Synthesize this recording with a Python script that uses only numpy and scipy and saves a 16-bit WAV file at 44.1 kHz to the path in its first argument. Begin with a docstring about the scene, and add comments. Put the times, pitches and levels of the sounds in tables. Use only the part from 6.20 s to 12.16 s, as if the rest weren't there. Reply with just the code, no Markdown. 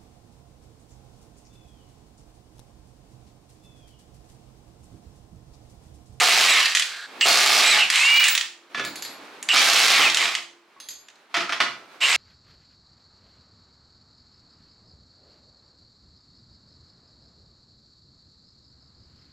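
"""A cordless impact wrench undoes lug nuts on an alloy wheel in a garage.
It starts already running: hammer beats, a freed nut whirring off, a spinning nut, then two more trigger pulls.
The first of these two hammers. A faint hum, knocks on the wheel and clinking loose nuts follow.
Then come a third hammered nut, a short pull, a soft tap, more clinks and knocks, and a last pull.
Motor and hum are sine tones; contacts are filtered noise or ringing modes; hard walls add echo."""
import sys
import numpy as np
from scipy import signal
from scipy.fft import rfft, irfft, next_fast_len
from scipy.io import wavfile
from scipy.ndimage import uniform_filter1d, map_coordinates

SR = 44100
rng = np.random.default_rng(int(sys.argv[2]) if len(sys.argv) > 2 else 0)


def file_out(sig):
    """Save sig as 16-bit WAV at sys.argv[1]."""
    # one column per channel
    cols = np.atleast_2d(sig).T
    # limit, then scale
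    lim = np.clip(cols, -1, 1)
    pcm = np.round(lim * 32767).astype(np.int16)
    wavfile.write(sys.argv[1], SR, pcm)


N = 262937  # length in samples

# All levels in the tables are relative: the mix adds its own gains.
# Room tone: pitch_hz, level_db
AIR_SPECTRUM = [(24, -75.5), (40, -56), (110, -23.5), (290, -2), (516, -4), (1070, -3), (1270, -3.5),
                (1520, -4.5), (1950, -7.5), (2260, -6), (2980, -11.5), (4130, -12.5), (4680, -16),
                (7930, -26.5), (16000, -36.5)]
# The room tone is louder over these spans: start_s, end_s, level_db
ROOM_PAUSES = [(.866, .99, -46), (2.493, 3.29, -49), (5.093, 5.958, -56)]
# A hum lingers after the tool stops: start_s, end_s, level_db
LINGERING_HUMS = [(2.1, 2.478, -64), (4.05, 4.414, -60)]
# Sound from all around, difference between the ears against what they share: pitch_hz, level_db
STEREO_WIDTH = [(120, -48.5), (500, -13), (1200, -7), (2500, -6), (5000, -4), (12000, 0)]
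# Echo of the garage: pitch_hz, time to fall 60 dB (t60_s)
GARAGE_DECAY = [(150, 0.79), (400, 0.57), (1000, 0.38), (2800, 0.36), (7000, 0.39), (15000, 0.29)]
# Tilt towards one ear, left minus right: pitch_hz, level_db
LEFT_RIGHT_LEAN = [(150, -3), (700, -0.5), (2000, -1.9), (4500, -2), (8000, -2.6), (12000, 0.6)]

# Trigger pulls: pressed_s, released_s, top_speed_hz, coasting_s, whine_db, drive_whistle_db,
# wheel_shake_db, gear_whirr_db, socket_rattle_db
TRIGGER_PULLS = [(-.3, .315, 663.3, 0.52, -29.5, -30, -42, -19, -22.5),
                 (1.002, 1.511, 642, 0.37, -33, -33.5, -48, -20, -30),
                 (1.699, 2.038, 731, 0.23, -22.5, -38, -50.5, -17, -26),
                 (3.282, 3.78, 600, .35, -28, -40, -49.5, -18, -26.5),
                 (3.943, 4.047, 682, .21, -29.5, -44, -37.5, -19, -28.5),
                 (5.803, 6, 760, .25, -23, -39, -41.5, -16.5, -27.5)]
# Hammering: first_blow_s, last_blow_s, blows_per_s, strength_db
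HAMMER_BURSTS = [(0.009, 0.251, 40, -6.5), (1.055, 1.403, 34, 0), (3.332, 3.712, 35, -3)]
# A loosened nut runs down its thread: start_s, end_s, wheel_shake_db, gear_whirr_db, socket_rattle_db
NUT_RUN_OFFS = [(0.267, 0.409, -40, -16.5, -27.5), (1.39, 1.625, -34, -16.5, -22.5),
                (3.7, 3.868, -30.5, -15, -23)]
# Tones of the gears: multiple of the motor speed, level_db
GEAR_TONES = [(3.25, -1), (4, 0.5), (5, -20), (6.5, 8), (13, -4)]
# Resonances of the tool's housing: pitch_hz, level_db
HOUSING_RESPONSE = [(800, -35), (1900, -1), (2330, 3.5), (2550, 4.5), (2850, 5.5), (3300, -13), (3900, -3),
                    (4400, -21.5), (7200, -13), (7900, 6.5), (8600, -27)]
# Drive whistle beside the switching tone: multiple of the motor speed, level_db
DRIVE_SIDEBANDS = [(-2, -2), (-1, 2), (1, -0.5), (2, -19), (4, -12.5)]
# The gear case rings briefly around 2.8 kHz at these moments: peak_s, half_length_s, level_db
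CASE_SWELLS = [(1.035, 0.025, -20.5), (1.62, 0.02, -19), (2.06, 0.033, -26), (3.315, 0.019, -17.5),
               (5.84, 0.021, -16.5)]
# A thin high whistle comes and goes: peak_s, half_length_s, level_db
THIN_WHISTLES = [(1.025, .02, -47), (1.095, .02, -46), (1.99, 0.057, -36), (2.12, 0.04, -32),
                 (2.68, .04, -55.5), (3.84, .04, -50)]
# Resonances of the gear case, then of the thin whistle: pitch_hz, width_hz, level_db
CASE_PEAKS = [(2830, 280, 0)]
THIN_PEAKS = [(15250, 90, -6.5), (15700, 200, 0)]
# Steel of the socket: pitch_hz, level_db
SOCKET_STEEL = [(530, -47.5), (900, -22.5), (1000, -25.5), (1150, 0.5), (1230, -11.5), (1340, -4.5),
                (1530, -2), (2120, -1), (4410, 2.5), (13200, -18.5), (14900, -25), (16000, -24)]
# Shaken wheel: pitch_hz, level_db
WHEEL_BODY = [(15, -75), (25, -55.5), (119, -30.5), (202, -17.5), (295, -16), (408, -9.5), (595, -10),
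              (694, 1), (769, -5), (867, -1), (928, -9), (1140, -4), (1240, 0), (1330, -1), (1500, -9.5),
              (1950, -14), (3300, -120)]
# Whirring gearbox: pitch_hz, level_db
GEAR_WHIRR = [(240, -56), (400, -29.5), (933, -11.5), (1080, -7.5), (1430, -8), (1740, -5.5), (2120, -0.5),
              (2820, -2), (3520, -6.5), (3860, -6), (6170, -17), (8110, -20), (9000, -31), (11700, -34),
              (19800, -120)]

# The socket slaps on a nut: start_s, level_db, bright_part_db
SOCKET_SLAPS = [(0.354, -10, -24), (0.4028, -4, -24.5), (0.4279, -10.5, -20), (0.4581, -3.5, -21),
                (0.511, -16, -37), (0.55, 2.5, -17), (0.5707, -2.5, -18.5), (0.596, -3, -16),
                (0.622, -5, -27.5), (1.0104, -1.5, -31), (1.701, 0.5, -15), (1.7573, 0, -17.5),
                (1.9737, -8.5, -35.5), (2.0082, -14.5, -24.5), (2.0404, 2, -15), (2.0833, -1, -12),
                (2.1514, -3, -17), (2.1769, -2.5, -21), (2.2105, -7, -44), (3.2273, -20.5, -4),
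                (3.2884, -4, -38), (3.369, 9.5, -30.5), (3.378, -2.5, -14.5), (3.8991, -3.5, -32),
                (3.9456, -4, -16), (3.9708, -1.5, -17.5), (4.151, -5.5, -31.5), (4.885, -32, -31),
                (4.901, -36, -41), (4.9566, -41, -35), (5.8047, -27.5, -29.5)]
# Dull, then bright part of a slap: pitch_hz, level_db
DULL_SLAP = [(240, -66), (400, -41.5), (1580, -6), (1820, 3.5), (2020, 0), (3210, 3.5), (5780, -6),
             (6540, -4.5), (13500, -34.5), (15300, -29.5), (16000, -35.5)]
BRIGHT_SLAP = [(3000, -35.0), (7000, 10.5), (11000, -0.5), (16000, -29)]
# A nut spins on freely: start_s, end_s, level_db
FREE_SPIN = (.64, .86, -42)
# The nut scraping on its thread: pitch_hz, width_hz, level_db
THREAD_SQUEAL = [(1600, 340, 5), (4020, 1400, -4.5), (8000, 600, -17)]

# Tool and socket knock on the wheel: start_s, level_db, thump_db, clatter_t60_s, socket_ring_db
WHEEL_KNOCKS = [(2.546, -18.5, -28.5, 0.11, -5), (2.574, -20, -21.5, 0.21, -19),
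                (2.596, -15, -23, 0.088, -9), (2.64, -23.5, -20, 0.17, -9.5), (3.361, -2.5, -37, .06, -31),
                (3.789, -20.5, -12.5, .1, -22), (5.142, -10.5, -45, 0.2, -18), (5.168, -10, -29, .11, -27),
                (5.205, -16, -30, 0.22, -21), (5.293, -17, -34, 0.14, -18), (5.323, -11, -39, 0.13, -23),
                (5.403, -2, -33, 0.092, -44)]
# Ringing alloy wheel: pitch_hz, level_db, t60_s
WHEEL_MODES = [(672, -3.5, 0.19), (1102, -7.5, 0.25), (1330, -6, 0.9), (1980, -14, .2), (3010, -6.5, 0.18),
               (3640, -5, 0.18), (5740, -13, .16)]
# The long socket ringing freely: pitch_hz, level_db, t60_s
SOCKET_MODES = [(1720, 4, 0.23), (2350, -5.5, 0.2), (3460, -2, 0.18)]
# A soft tap on the rim: start_s, level_db
RIM_TAP = (4.564, -50.5)
# What the soft tap rings: pitch_hz, level_db, t60_s
RIM_MODES = [(1110, 1, 0.13), (1992, -13, .06)]
# Clatter of a knock, then thump of the tyre: pitch_hz, level_db
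KNOCK_CLATTER = [(120, -74), (200, -48.5), (283, -24.5), (590, -21), (683, -1.5), (749, -13.5), (1350, 1),
                 (1530, -6), (2050, -2), (2380, -4), (5730, -15), (7270, -25), (16000, -49.5)]
TYRE_THUMP = [(24, -64), (40, -52), (136, -8), (253, -3.5), (278, 2), (614, -5), (700, -28), (910, -10),
              (1540, -120)]
# Loose nuts clink: start_s, level_db, ring_db, strike place (0 on the rim to 1 on the flank)
NUT_CLINKS = [(2.65, -17, -8.5, 0.71), (2.757, -21.5, 0, 0.5), (2.823, -19, 2, 0.84),
              (2.850, -21.5, -17, 0.35), (4.601, -27.5, 3.5, 0.17), (4.687, -25.5, 6.5, 1),
              (4.7057, -34.5, 4.5, 1)]
# A ringing lug nut: pitch_hz, struck_on_rim_db, struck_on_flank_db, t60_s
NUT_MODES = [(3359, -7, -17.5, 0.5), (3660, -22, -15, 0.16), (4500, -15, -8, .17), (4830, -16, 0, 0.08),
             (4930, -21, -1, .15), (6380, -0.5, 0, 0.14), (7080, -15.5, 5.5, 0.154), (10260, 4, -24, .25),
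             (11350, -15, -3, 0.2), (14810, -10, -18, 0.19)]
# Tick of a clink, then the steel that it strikes: pitch_hz, level_db
CLINK_TICK = [(500, -26), (2000, 4.5), (4600, -0.5), (8000, -2.0), (16000, -25.5)]
STRUCK_STEEL = [(1500, -24), (3200, -13.5), (4400, -1.5), (5100, -8.5), (5700, -28.5), (12000, -34.0)]

TOP_HZ = 16000  # nothing sounds above this
ROOM_DB = -60  # room tone at its quietest
# Time to gather speed; friction ends the coasting as if it aimed this far below zero
SPIN_UP_S, FRICTION_HZ = .07, 200.6
HAMMER_DRAG = .2  # share of its speed that the motor loses while hammering
# Noise sets in this fast, and dies with this power of the speed when coasting
TRIGGER_S, COAST_POWER = 0.024, 1.77
WHINE_POWER = 6.5  # the whine grows with this power of the speed
# The drive stops whistling near full speed
FULL_DRIVE_HZ, DRIVE_FADE_DB_PER_HZ = 694, .45
LOAD_WHINE_DB, LOAD_DRIVE_DB = -11, -18  # hammering weakens both tones
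# Gears sing while they turn a loosened nut: level at this speed, softer as they slow
RUN_WHINE_DB, RUN_WHINE_HZ = -27.5, 590
HAMMER_SHAKE_DB, HAMMER_RATTLE_DB = -34, -20.5  # wheel and socket under the blows
BITE_DB, BITE_S = -28, 0.023  # the first blows meet a tight nut and shake the wheel hardest
THREAD_FADE_S = 0.19  # the socket's rattle eases as the nut runs out


def amp(db):
    """Turn decibels into gain."""
    return 10 ** (np.asarray(db) / 20)


def unit(x):
    """Scale to an rms of 1."""
    return x / np.sqrt(np.mean(x ** 2) + 1e-20)


def along(points, hz):
    """Read a curve of (pitch, value) points on a log pitch axis."""
    pitch, value = np.transpose(points)
    return np.interp(np.log(hz + 1), np.log(pitch + 1), value)


def wobble(rate):
    """Draw a smooth random curve with this many knots a second."""
    knots = rng.standard_normal(int(N * rate / SR) + 4)
    return map_coordinates(knots, [np.arange(N) * rate / SR])


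def filtered(x, response):
    """Multiply the spectrum of x by a response of frequency."""
    size = next_fast_len(x.shape[-1] + SR // 4)
    spectrum = rfft(x, size) * response(np.fft.rfftfreq(size, 1 / SR))
    return irfft(spectrum, size)[..., :x.shape[-1]]


def coloured(x, spectrum, size=4096):
    """Pass x through a filter of energy 1 with this spectrum, which never sounds early."""
    gain = amp(along(spectrum, np.fft.rfftfreq(size, 1 / SR)))
    cepstrum = irfft(np.log(gain + 1e-6))
    # folding the cepstrum puts the filter's energy at its start
    cepstrum[1:size // 2] *= 2
    cepstrum[size // 2 + 1:] = 0
    kernel = irfft(np.exp(rfft(cepstrum)))
    return signal.fftconvolve(x, kernel / np.linalg.norm(kernel))[:len(x)]


def add(track, s, sound):
    """Mix a sound into a track at time s."""
    part = track[max(0, round(s * SR)):][:len(sound)]
    part += sound[:len(part)]


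def fade(t60):
    """Half a second of dying away, falling 60 dB in t60 seconds."""
    return np.exp(-np.log(1000) * np.arange(SR // 2) / SR / t60)


def crack(t60):
    """The dense ring of one contact: noise that dies away."""
    return fade(t60) * rng.standard_normal(SR // 2)


def ring(modes, scatter_db):
    """Strike a set of dying sine tones, each a little louder or softer every time."""
    t = np.arange(SR // 2) / SR
    total = 0
    for hz, db, t60 in modes:
        gain = amp(db + scatter_db * rng.normal())
        total = total + gain * fade(t60) * np.sin(2 * np.pi * (hz * t + rng.random()))
    return total


def narrow(peaks):
    """Noise of rms 1 in a few resonances."""
    def gain(f):
        return sum(amp(db) / (1 + (2 * (f - hz) / width) ** 2) for hz, width, db in peaks)
    return unit(filtered(rng.standard_normal(N), gain))


def swells(rows):
    """Add up bell-shaped swells."""
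    t = np.arange(N) / SR
    return sum(amp(db) * np.exp(-((t - s) / half) ** 2) for s, half, db in rows)


def gate(start, end, attack_s, release_s):
    """An envelope that rises at start, holds, and dies away after end."""
    t = np.arange(N) / SR
    rise = 1 - np.exp(-np.maximum(t - start, 0) / attack_s)
    return rise * np.exp(-np.maximum(t - end, 0) / release_s)


def diffuse(mid, side):
    """Sound from all around: alike in both ears in the bass, less so in the treble."""
    side = filtered(side, lambda hz: amp(along(STEREO_WIDTH, hz)))
    return np.array([mid + side, mid - side])


def background(hum_hz):
    """Room noise that is louder over some spans, and a faint wavering hum after the tool stops."""
    air = diffuse(*(coloured(noise, AIR_SPECTRUM) for noise in rng.standard_normal((2, N))))
    level = amp(ROOM_DB) + sum(amp(db) * gate(start, end, attack_s=.025, release_s=.1)
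                               for start, end, db in ROOM_PAUSES)
    drift = amp(1.3 * wobble(19))
    linger = sum(amp(db) * gate(start, end, attack_s=0.018, release_s=.09)
                 for start, end, db in LINGERING_HUMS)
    hum = linger * np.sin(2 * np.pi * hum_hz * np.arange(N) / SR + 0.33 * wobble(16))
    return level * drift * air + hum


def load():
    """How hard the hammer works: near 1 while it beats, 0 while the anvil turns freely."""
    return sum(gate(first, last, attack_s=.006, release_s=.06) for first, last, _, _ in HAMMER_BURSTS)


def running():
    """A pull spins the motor up, hammering drags it, release lets it coast: speed and five gains."""
    t, drag = np.arange(N) / SR, 1 - HAMMER_DRAG * load()
    speed, gains = np.zeros(N), np.zeros((5, N))
    for on, off, top_hz, coast_s, *levels_db in TRIGGER_PULLS:
        approach = np.exp(-np.maximum(t - on, 0) / SPIN_UP_S)
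        driven = drag * (top_hz + (np.interp(on, t, speed) - top_hz) * approach)
        last_hz = np.interp(off, t, driven)
        slowing = np.exp(-np.maximum(t - off, 0) / coast_s)
        coast = np.maximum((last_hz + FRICTION_HZ) * slowing - FRICTION_HZ, 0)
        speed = np.where(t < on, speed, np.where(t < off, driven, coast))
        noise = gate(on, np.inf, TRIGGER_S, TRIGGER_S) * (coast / last_hz) ** COAST_POWER
        whine = np.minimum(speed / top_hz, 1) ** WHINE_POWER
        full_drive_fade = amp(-DRIVE_FADE_DB_PER_HZ * np.maximum(speed - FULL_DRIVE_HZ, 0))
        drive = gate(on, off, TRIGGER_S, TRIGGER_S) * full_drive_fade
        pull_gains = amp(levels_db)[:, None] * [whine, drive, noise, noise, noise]
        gains = np.where(t < on, gains, pull_gains)
    return speed, gains


def motor(switching_hz, flutter, rough_db):
    """Gear tones sweep through the housing's resonances; the drive whistles around its switching tone."""
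    speed, (whine_gain, drive_gain, *_) = running()
    hammering = load()
    run_gate = sum(gate(start, end, attack_s=0.084, release_s=0.029) for start, end, *_ in NUT_RUN_OFFS)
    run_gain = amp(RUN_WHINE_DB) * (speed / RUN_WHINE_HZ) ** 2 * run_gate
    # the motor runs smoothest near full speed
    labour = np.clip((680 - speed) / 200, 0, 1)
    unsteady = flutter + .021 * labour
    speed = np.abs(speed * (1 + unsteady * wobble(220)))
    turn = 2 * np.pi * np.cumsum(speed) / SR
    whine = sum(amp(db + along(HOUSING_RESPONSE, k * speed) + rough_db * wobble(110)) * np.sin(k * turn)
                for k, db in GEAR_TONES)
    whine_gain = whine_gain * amp(LOAD_WHINE_DB * hammering) + run_gain
    carrier = 2 * np.pi * switching_hz * np.arange(N) / SR
    whistle = sum(amp(db) * np.sin(carrier + k * turn) for k, db in DRIVE_SIDEBANDS)
    drive_gain = drive_gain * amp(LOAD_DRIVE_DB * hammering + 0.5)
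    turning = np.clip((speed - 50) / 80, 0, 1)  # the case falls silent when the motor stops
    case = turning * swells(CASE_SWELLS) * narrow(CASE_PEAKS)
    thin = swells(THIN_WHISTLES) * narrow(THIN_PEAKS)
    return whine_gain * whine + drive_gain * whistle + case + thin


def chatter(rate, spread_db, t60):
    """Power of random steel-on-steel contacts, averaging 1; rate is contacts a second."""
    contacts = (rng.random(N) < rate / SR) * amp(spread_db * rng.standard_normal(N)) ** 2
    power = np.abs(signal.fftconvolve(contacts, fade(t60) ** 2)[:N])
    return power / power.mean()


def hammer(blow_db, rebound_db, rebound_s, t60):
    """Power of the blows; after each the anvil rebounds twice in the socket."""
    power = np.zeros(N)
    for first, last, rate, db in HAMMER_BURSTS:
        for s in np.arange(first, last, 1 / rate):
            blow_gain = amp(db + blow_db + 3.1 * rng.normal())
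            add(power, s, (blow_gain * fade(t60)) ** 2)
            for k in (1, 2):
                rebound_at = s + k * rebound_s + 0.0011 * rng.normal()
                rebound_gain = amp(db + rebound_db + 2 * rng.normal())
                add(power, rebound_at, (rebound_gain * fade(t60)) ** 2)
    return power


def effort():
    """Wheel shake, gear whirr and socket rattle: tool, hammering and running nut add in power."""
    power, hammering = running()[1][2:] ** 2, load()
    bite = sum(gate(first, first, attack_s=0.0021, release_s=BITE_S) for first, _, _, _ in HAMMER_BURSTS)
    power[0] += (amp(HAMMER_SHAKE_DB) * hammering + amp(BITE_DB) * bite) ** 2
    power[2] += (amp(HAMMER_RATTLE_DB) * hammering) ** 2
    for start, end, *levels_db in NUT_RUN_OFFS:
        run = gate(start, end, attack_s=0.028, release_s=0.017)
        easing = 2 * gate(start, start, attack_s=0.015, release_s=THREAD_FADE_S)
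        power += (amp(levels_db)[:, None] * [run, run, run * easing]) ** 2
    return np.sqrt(power)


def wrench():
    """Blows and rattle ring the socket and shake the wheel; the gearbox whirrs beneath."""
    shake, whirr, rattle = effort()
    # loose contacts and blows together make the exciting force
    loose = chatter(rate=800, spread_db=3.5, t60=0.01)
    blows = hammer(blow_db=7.0, rebound_db=2.5, rebound_s=.007, t60=0.02)
    force = np.sqrt(.5 * loose + blows)
    socket = amp(0.5) * rattle * coloured(force * rng.standard_normal(N), SOCKET_STEEL)
    wheel = amp(5.0) * shake * coloured(force * rng.standard_normal(N), WHEEL_BODY)
    teeth = np.sqrt(chatter(rate=1200, spread_db=4, t60=0.017))
    gears = amp(-5.0) * whirr * coloured(teeth * rng.standard_normal(N), GEAR_WHIRR)
    return socket + wheel + gears


def slaps():
    """Single sharp contacts of the socket on a nut: dying noise with a dull and a bright part."""
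    dull, bright = np.zeros((2, N))
    for s, db, bright_db in SOCKET_SLAPS:
        add(dull, s, amp(db - 9.5) * crack(0.028))
        add(bright, s, amp(db + bright_db - 3.5) * crack(0.028))
    return coloured(dull, DULL_SLAP) + coloured(bright, BRIGHT_SLAP)


def coasting():
    """A spinning nut scrapes on its thread and sings in a few broad resonances."""
    start, end, db = FREE_SPIN
    return amp(db) * gate(start, end, attack_s=0.015, release_s=.004) * narrow(THREAD_SQUEAL)


def knocks():
    """Heavy contacts clatter, ring wheel and socket and thump the tyre; a soft tap rings the rim."""
    clatter, ringing, tyre = np.zeros((3, N))
    for s, db, thump_db, t60, socket_db in WHEEL_KNOCKS:
        add(clatter, s, amp(db - 12.5) * crack(t60))
        add(ringing, s, amp(db - 37) * ring(WHEEL_MODES, scatter_db=4.5))
        add(ringing, s, amp(db + socket_db - 12) * ring(SOCKET_MODES, scatter_db=1))
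        add(tyre, s, amp(db + thump_db - 2.5) * crack(0.18))
    tap_s, tap_db = RIM_TAP
    add(ringing, tap_s, amp(tap_db) * ring(RIM_MODES, scatter_db=1))
    return coloured(clatter, KNOCK_CLATTER) + ringing + coloured(tyre, TYRE_THUMP)


def clinks():
    """A tick, the bright ring of a loose nut, and a dense ring of the steel that it strikes."""
    ticks, rings, struck = np.zeros((3, N))
    for s, db, ring_db, place in NUT_CLINKS:
        # the strike place blends the rim and flank levels
        modes = [(hz, rim_db + place * (flank_db - rim_db), t60) for hz, rim_db, flank_db, t60 in NUT_MODES]
        add(ticks, s, amp(db - 12.0) * crack(0.023))
        add(rings, s, amp(db + ring_db - 23) * ring(modes, scatter_db=3.0))
        add(struck, s, amp(db - 22.0) * crack(0.28))
    return coloured(ticks, CLINK_TICK) + rings + coloured(struck, STRUCK_STEEL)


def garage(x, gap_s, count=16):
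    """Hard floor and walls: a short dense echo, drawn afresh for each overlapping piece."""
    out = np.zeros((2, N + SR))
    hop = N // count + 1
    padded = np.pad(x, (hop, 2 * hop))
    for k in range(count + 1):
        # the echo is noise whose pitches die at their own rates
        hz, t, z = signal.stft(rng.standard_normal((2, SR // 2)), SR, nperseg=256)
        decay = np.exp(-np.log(1000) * t / along(GARAGE_DECAY, hz)[:, None])
        tail = signal.istft(z * decay, SR, nperseg=256)[1]
        build_up = 1 - np.exp(-np.arange(tail.shape[1]) / SR / gap_s)
        tail = diffuse(*(tail * build_up))
        piece = padded[k * hop:][:2 * hop] * signal.windows.cosine(2 * hop)
        for track, response in zip(out, tail / np.linalg.norm(tail[0])):
            add(track, k * hop / SR, signal.fftconvolve(piece, response))
    return out[:, hop:hop + N]


def scene():
    """Mix the direct sounds with their garage echo and the background, leaning mostly to the right."""
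    tool = wrench() + slaps()
    tones = motor(switching_hz=7780, flutter=0.0064, rough_db=4.0) + coasting()
    handling = knocks() + clinks()
    direct = amp(0.5) * tool + amp(2.5) * tones + amp(3.0) * handling
    tool_echo = garage(amp(-3.5) * tool + amp(-7.5) * tones, gap_s=0.002)
    handling_echo = amp(1.0) * garage(handling, gap_s=0.0038)
    both = direct + (tool_echo + handling_echo) + background(hum_hz=344)
    return filtered(both, lambda hz: amp(np.outer([.5, -.5], along(LEFT_RIGHT_LEAN, hz))))


def record(dry, input_db=1.0, limit_db=-14.5, window_s=0.004):
    """A limiter holds loud bursts level; a filter thins the deep bass and cuts the top treble."""
    x = amp(input_db) * dry
    window = int(window_s * SR)
    power = np.abs(uniform_filter1d(np.mean(x ** 2, axis=0), window))
    gain = (1 + (power / amp(limit_db) ** 2) ** 2) ** (-1 / 4)
    limited = x * uniform_filter1d(gain, window)
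    return filtered(limited, lambda hz: (hz < TOP_HZ) * hz / np.hypot(hz, 35))


dry = scene()
out = record(dry)
file_out(out)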